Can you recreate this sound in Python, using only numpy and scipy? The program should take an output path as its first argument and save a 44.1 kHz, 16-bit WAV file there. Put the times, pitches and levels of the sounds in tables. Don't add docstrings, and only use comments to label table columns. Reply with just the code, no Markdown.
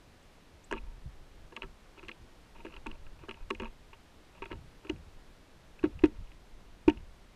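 import sys
import numpy as np
from scipy import signal
from scipy.fft import rfft, irfft, next_fast_len
from scipy.io import wavfile
from scipy.ndimage import uniform_filter1d, map_coordinates

SR = 44100
rng = np.random.default_rng(int(sys.argv[2]) if len(sys.argv) > 2 else 0)


def digitize_waveform(pressure):
    field = np.atleast_2d(pressure).T
    bounded = np.clip(field, -1, 1)
    quanta = np.round(bounded * 32767).astype(np.int16)
    wavfile.write(sys.argv[1], SR, quanta)


def invert_db(level):
    return 10 ** (np.asarray(level, dtype=float) / 20)


N = 324135

# t/s, level/dB
PECK_BLOWS = [
    (4.8962, -24),
    (5.8377, -14),
    (6.0359, -8),
    (6.8777, -8),
]
# f/Hz, share, t60/s
TABLE_MODES = [(303.3, -1, .086), (368.5, .93, .049), (222, -.05, .2), (465, .04, .09)]
# f/Hz, level/dB, t60/s
POST_MODES = [(69, -15.5, 0.096), (109, -29.5, 0.091)]
# f/Hz, width/Hz, level/dB
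JOINT_MODES = [(463, 144, 4), (605, 95, 0.5), (697, 78, -0.5), (1500, 170, -7), (1900, 370, -10),
               (3900, 3300, -30.5)]
# f/Hz, width/Hz, level/dB
SHUDDER_MODES = [(229, 52, -0.5), (330, 94, 0.5), (433, 90, -6)]

# f/Hz, width/Hz, level/dB
BOARD_MODES = [(226.2, 12.3, -8), (321, 29, -0.5), (324, 27, 0.5), (385.7, 25.3, -1), (502.6, 13, -14)]
SLAT_MODES = [(590, 100, -12), (750, 61, -26.5), (917, 27, 3), (1120, 94, -4), (1325, 54, -3),
              (1655, 110, -5.5)]
HOUSING_MODES = [(2094, 326, -11), (2520, 187, -1), (2845, 188, -3), (3370, 146, -14), (3980, 300, -19)]
HORN_MODES = [(4330, 2100, 6), (6410, 640, 11.5), (8000, 1400, 4.5), (11200, 5600, -9)]

# t/s, housing click level/dB, board knock level/dB, slat ring level/dB
FOOT_STEPS = [(0.7108, -34, -31, -27.5), (0.7335, -34, -35, -33), (1.5216, -55, -43.5, -45),
              (1.5631, -29, -62, -42), (3.9295, -45.5, -51, -43.5), (2.034, -47, -60, -50),
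              (3.937, -50, -59, -57), (1.5713, -48, -42.5, -37), (1.629, -39.5, -40.5, -38),
              (2.028, -47, -42.5, -46), (2.0821, -36, -41.5, -46), (2.0894, -36, -52, -41),
              (2.647, -42.5, -33, -44), (2.652, -40, -51, -37), (2.663, -44, -38, -41),
              (2.8603, -44, -37, -35.5), (2.8664, -31.5, -33, -37), (3.2341, -52, -40, -48),
              (3.2837, -55, -34, -37), (3.2905, -34, -46.5, -39), (3.503, -32, -32, -26.5),
              (3.5975, -33.5, -32.5, -33.5), (3.6049, -43, -33.5, -46), (3.6191, -41, -29, -38),
              (4.4242, -37, -66, -34.5), (4.4552, -39, -43.5, -40), (4.526, -41, -45, -39),
              (4.8467, -51, -40, -44)]
# t/s, housing click level/dB, board knock level/dB,
# slat ring level/dB
FOOT_STAMPS = [
    (0.7247, -28.5, -24, -24),
    (1.62, -27.5, -43, -38.5),
    (3.3105, -30, -60, -40),
    (3.507, -22.5, -24.5, -29.5),
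    (4.4206, -34.5, -31.5, -38.5),
    (4.512, -46, -31, -40),
    (4.5171, -35, -36, -40),
    (4.8974, -28, -38, -40),
    (4.9603, -54, -49.5, -64),
]
# t/s, housing click level/dB, slat ring level/dB
CLAW_TAPS = [(0.7618, -45, -42.5), (0.7679, -45, -41), (.775, -41.5, -45), (0.7794, -43, -56),
             (1.9745, -54, -48), (1.9926, -42.5, -50), (2.0468, -48, -56), (2.1138, -37.5, -57),
             (2.7386, -43.5, -63), (2.7633, -39.5, -48), (2.9131, -38.5, -50), (3.0645, -47, -52),
             (0.7495, -48, -53), (3.3415, -45.5, -56), (3.5472, -39.5, -57), (3.6315, -41, -36),
             (3.6445, -42, -41), (3.6538, -38, -40.5), (3.667, -51, -50), (4.555, -58, -64),
             (3.405, -58, -55), (4.4372, -39, -46), (4.868, -45, -51), (4.8935, -34, -47), (5.79, -46, -55),
             (5.8288, -44, -41), (5.9893, -43, -52), (6.019, -52, -51), (6.272, -54, -71),
             (6.316, -47, -60)]
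# t/s, housing click level/dB, slat ring level/dB
BEAK_SKIPS = [(5.8387, -37, -32), (5.8501, -43, -48), (5.8563, -42, -50), (6.0372, -26.5, -28),
              (6.0426, -34, -39), (6.0489, -41, -52), (6.0563, -36, -43), (6.8801, -24, -24.5),
              (6.8972, -29.5, -62), (6.9061, -38.5, -50), (6.972, -46, -65)]
# start t/s, length/s, housing click level/dB, board knock level/dB
CLAW_DRAGS = [
    (0.741, 0.02, -55, -41),
    (1.632, 0.014, -51, -47.5),
    (1.967, 0.021, -59, -50.5),
    (2.571, 0.042, -56, -56),
    (2.671, 0.014, -60, -56),
    (2.714, 0.063, -53, -59),
    (2.886, 0.025, -55, -50.5),
    (3.299, .024, -52, -64),
    (3.638, 0.051, -58, -51),
    (4.523, .016, -58, -42),
]
# t/s, level/dB
CLAW_SNAPS = [(.7137, -37), (0.7244, -36), (.7338, -56), (1.5645, -42), (1.629, -50), (2.0829, -43),
              (2.652, -50), (2.7636, -52), (2.8665, -40), (3.2834, -55), (3.2901, -47), (3.3105, -46),
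              (3.503, -37), (3.5063, -34.5), (3.5468, -50), (3.598, -43), (3.62, -47), (3.647, -51),
              (4.4239, -54), (4.4536, -48.5), (4.8471, -54)]
# t/s, level/dB
BEAK_SNAPS = [
    (4.8968, -37),
    (5.8387, -51),
    (6.0372, -42),
    (6.0426, -43),
    (6.0563, -39.5),
    (6.8801, -34.5),
    (6.885, -47),
    (6.8972, -35.5),
]

# start t/s, length/s, level/dB
SHUFFLES = [(0.806, .025, -60), (.83, 0.15, -67), (1.927, 0.084, -71), (2.539, 0.094, -59),
            (2.693, 0.096, -62.5), (2.92, 0.046, -61.5), (3.184, .08, -61), (3.352, .09, -62),
            (3.677, .04, -67), (4.347, .05, -58), (4.457, 0.073, -57), (4.526, .04, -68),
            (4.827, 0.093, -62), (5.896, 0.045, -64), (6.064, .03, -71.5), (6.1, .18, -70.5),
            (6.92, 0.093, -65)]
# peak t/s, rocking level/dB, post hum level/dB
WEIGHT_SHIFTS = [(.76, -42, -43.5), (.89, -43, -68), (1.06, -53, -46.5), (1.22, -49, -57),
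                 (1.4, -50.5, -66), (1.65, -45, -50.5), (2.06, -49, -56), (2.21, -50, -56),
                 (2.39, -54, -65), (2.6, -53.5, -55), (2.79, -49.5, -62), (2.9, -44, -51), (3.07, -49, -51),
                 (3.24, -58, -52), (3.45, -41.5, -50.5), (3.61, -45.5, -55), (3.8, -55, -65),
                 (4.44, -48.5, -56), (4.53, -48, -42), (4.945, -59, -42), (5.08, -46, -53),
                 (5.845, -58, -41), (5.96, -44, -46), (6.05, -52, -41.5), (6.2, -43.5, -52),
                 (6.46, -50, -58), (6.67, -51, -67), (6.885, -53, -40), (6.97, -42, -44), (7.23, -59, -64)]
# f/Hz, level/dB per Hz
ROCK_SPECTRUM = [(6, -45), (10, -2.5), (25, -6.5), (45, -9.5), (70, -29.5), (200, -120)]
# f/Hz, level/dB per Hz
HUM_SPECTRUM = [(20, -120), (35, -19.5), (50, -2.5), (72, 0.5), (110, -7.5), (170, -10.5), (260, -30.5),
                (500, -120)]
# middle t/s, level/dB
FAR_CHIRPS = [
    (0.229, -74),
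    (0.646, -64),
]
# f/Hz, level/dB per Hz
HISS_SPECTRUM = [(5.9, -39.5), (10, 2.5), (24, -5), (132, -11.5), (310, -12.5), (1060, -20), (3720, -27),
                 (15300, -44)]


def pecks():
    t = np.arange(16384) / SR
    boom = sum(share * np.sin(2 * np.pi * hz * t) * invert_db(-60 * t / t60) for hz, share, t60 in TABLE_MODES)
    boom *= 1 - np.exp(-t / 0.0019)
    boom -= sum(invert_db(db - 60 * t / t60) * np.sin(2 * np.pi * hz * t) for hz, db, t60 in POST_MODES)

    grit = rng.standard_normal((len(PECK_BLOWS), len(t)))
    jolt = (invert_db(-60 * t / 0.058) + 0.06 * invert_db(-60 * t / 0.14)) * (1 - np.exp(-(t / 0.0043) ** 2)) * grit
    trembling = invert_db(-60 * t / 0.18) * (1 - np.exp(-(t / 0.022) ** 2)) * grit
    loose = invert_db(-19) * rung(evened(jolt), JOINT_MODES, scatter_db=2.5, top_hz=5360)
    loose += invert_db(-26) * rung(trembling, SHUDDER_MODES, scatter_db=1, top_hz=805)

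    out = np.zeros(N + SR)
    for (s, db), rattle in zip(PECK_BLOWS, loose):
        out[round(s * SR):][:len(t)] += invert_db(db) * (boom + rattle)
    return out[:N]


def contacts():
    s, click_db, knock_db, ring_db, ms = np.transpose(contact_rows())[:, :, None]
    force, _ = slips(ms)
    sound = invert_db(click_db) * rung(force, HOUSING_MODES, scatter_db=3, top_hz=4700)
    sound += invert_db(knock_db - 3.5) * rung(force, BOARD_MODES, scatter_db=5, top_hz=860)
    sound += invert_db(ring_db - 0.5) * rung(force, SLAT_MODES, scatter_db=5.5, top_hz=2590)
    return placed(s, sound)


def contact_rows():
    step_ms, stamp_ms, tap_ms, beak_ms, slip_ms = 4.56, 1.6, 3.9, 3.05, 4.7
    rows = [(s, click, knock, ring, step_ms) for s, click, knock, ring in FOOT_STEPS]
    rows += [(s, click, knock, ring, stamp_ms) for s, click, knock, ring in FOOT_STAMPS]
    rows += [(s, click, click - 12, ring, tap_ms) for s, click, ring in CLAW_TAPS]
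    rows += [(s, click, -120, ring, beak_ms) for s, click, ring in BEAK_SKIPS]
    for s, length, click, knock in CLAW_DRAGS:
        when = s + length * (np.arange(4) + rng.random(size=4) / 2) / 4
        scatter_db = 3.5 * rng.standard_normal(size=(4, 3))
        for at, (a, b, c) in zip(when, scatter_db):
            rows.append((at, click + a, knock + b, click - 1 + c, slip_ms))
    return rows


def ticks(rows, top_hz):
    s, db = np.transpose(rows)[:, :, None]
    force, u = slips(np.full_like(s, 3.9))
    snap = rung(force * np.exp(-0.8 * u), HORN_MODES, scatter_db=2.5, top_hz=top_hz)
    return placed(s, invert_db(db - 5) * snap)


def slips(ms):
    t = np.arange(6144) / SR
    length_scatter = np.exp(0.1 * rng.standard_normal(ms.shape))
    rise_s = np.maximum(ms, 0.5) * length_scatter * 0.00036
    u = t / rise_s
    return evened(u * np.exp(-u) * rng.standard_normal((len(ms), len(t)))), u


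def shuffle():
    even_length = N + N % 2
    grit = rng.standard_normal((1, even_length)) * invert_db(10 * rng.standard_normal(even_length))
    wood = unit(rung(grit, SLAT_MODES, scatter_db=7, top_hz=2500))
    shell = unit(rung(grit, HOUSING_MODES, scatter_db=4, top_hz=4000))
    t = np.arange(N) / SR
    level = np.zeros(N)
    for s, length, db in SHUFFLES:
        to_edge = np.minimum(t - s, s + length - t)
        level += invert_db(db) * np.clip(to_edge / 0.0071, 0, 1)
    return level * invert_db(3.7 * wobble(120) - 6.5) * (1.25 * wood + 0.71 * shell)[0, :N]


def sway():
    _, rock_db, hum_db = np.transpose(WEIGHT_SHIFTS)
    lumps = unit(invert_db(2.8 * wobble(13)) * noise(ROCK_SPECTRUM))
    hum = unit(invert_db(4.8 * wobble(31)) * noise(HUM_SPECTRUM))
    rocking = shaking(rock_db - 1, rise_s=0.047, t60=1, rest_db=-64) * lumps
    humming = shaking(hum_db - 1.5, rise_s=0.019, t60=0.5, rest_db=-67) * hum
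    return rocking + humming


def shaking(levels_db, rise_s, t60, rest_db):
    t = np.arange(0, N / SR, 1 / 1000)
    since = t - np.array(WEIGHT_SHIFTS)[:, :1]
    fall_db = 60 * np.where(since < 0, (since / (3 * rise_s)) ** 2, since / t60)
    power = invert_db(2 * rest_db) + invert_db(2 * (levels_db[:, None] - fall_db)).sum(axis=0)
    return np.interp(np.arange(N) / SR, t, np.sqrt(power))


def chirps():
    low_hz, high_hz, sweep_s, width_s = 5800, 8400, 0.0049, 0.0057
    out = np.zeros(N)
    for s, db in FAR_CHIRPS:
        t = np.arange(N) / SR - s
        hz = low_hz + (high_hz - low_hz) * (1 + np.tanh(t / sweep_s + 0.3)) / 2
        hz -= 45000 * np.clip(t - 0.008, 0, 0.05)
        swell = np.exp(-(t / width_s) ** 2)
        swell += 0.13 * np.exp(-((t - 0.009) / width_s) ** 2)
        out += swell * invert_db(db + 6.5 + 2.5 * wobble(300)) * np.sin(2 * np.pi * np.cumsum(hz) / SR)
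    return out


def hiss():
    return invert_db(-59 + 0.42 * wobble(0.86)) * noise(HISS_SPECTRUM)


def rung(force, modes, scatter_db, top_hz):
    f = np.fft.rfftfreq(force.shape[1], 1 / SR)
    shapes = []
    for k, (centre, width, _) in enumerate(modes):
        resonance = 1j * f * width / (centre * centre - f * f + 1j * f * width)
        shapes.append((-1) ** k * resonance)
    scatter = scatter_db * rng.standard_normal((len(force), len(modes)))
    gains = invert_db(np.array(modes)[:, 2] + scatter)
    damping = 1 / (1 - (f / top_hz) ** 2 + 1j * np.sqrt(2) * f / top_hz) ** 2
    sound = irfft(rfft(force) * (gains @ np.array(shapes)) * damping)
    return sound / np.abs(sound).max(axis=1, keepdims=True)


def evened(force):
    spectrum = rfft(force)
    smooth_power = uniform_filter1d(np.abs(spectrum) ** 2, size=40, axis=1)
    cepstrum = irfft(-np.log(smooth_power) / 2)
    half = force.shape[1] // 2
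    cepstrum[:, 1:half] *= 2
    cepstrum[:, half + 1:] = 0
    return irfft(spectrum * np.exp(rfft(cepstrum)))


def placed(s, sound):
    at = np.round(s * SR).astype(int) + np.arange(sound.shape[1])
    return np.bincount(at.ravel(), sound.ravel(), N + sound.shape[1])[:N]


def noise(spectrum):
    m = next_fast_len(N + 8192)
    hz, db = np.transpose(spectrum)
    log_f = np.log(np.fft.rfftfreq(m, 1 / SR) + 1)
    gain = invert_db(np.interp(log_f, np.log(hz + 1), db))
    return unit(irfft(rfft(rng.standard_normal(m)) * gain, m)[:N])


def wobble(rate):
    knots = rng.standard_normal(int(N * rate / SR) + 4)
    return map_coordinates(knots, [np.arange(N) * rate / SR])


def unit(x):
    return x / np.sqrt(np.mean(x ** 2) + 1e-20)


def thinned(x):
    thin_hz, top_hz = 12800, 15050
    hz, _, z = signal.stft(x, SR, nperseg=1024)
    field = uniform_filter1d(rng.standard_normal(z.shape), size=3, axis=1)
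    field = uniform_filter1d(field, size=4, axis=2)
    middle = (hz > 1500) & (hz < 4000)
    busy = np.abs(z[:, middle]).mean(axis=1, keepdims=True) > invert_db(-69)
    kept = ((unit(field) > 0.1) & ~busy) | (np.abs(z) > invert_db(-94))
    hz = hz[:, None]
    gain = np.where(hz < thin_hz, 1, invert_db(1) * kept) * (hz < top_hz)
    return signal.istft(z * gain, SR, nperseg=1024)[1][:, :N]


def scene():
    snaps = ticks(CLAW_SNAPS, top_hz=15100) + ticks(BEAK_SNAPS, top_hz=7200)
    return (pecks() + contacts() + snaps + shuffle() + sway() + chirps() + hiss())[None]


def roll_off(x):
    return signal.sosfilt(signal.butter(12, 15420, fs=SR, output="sos"), x)


def record(dry):
    mix = thinned(dry)
    return roll_off(mix)


dry = scene()
out = record(dry)
digitize_waveform(out)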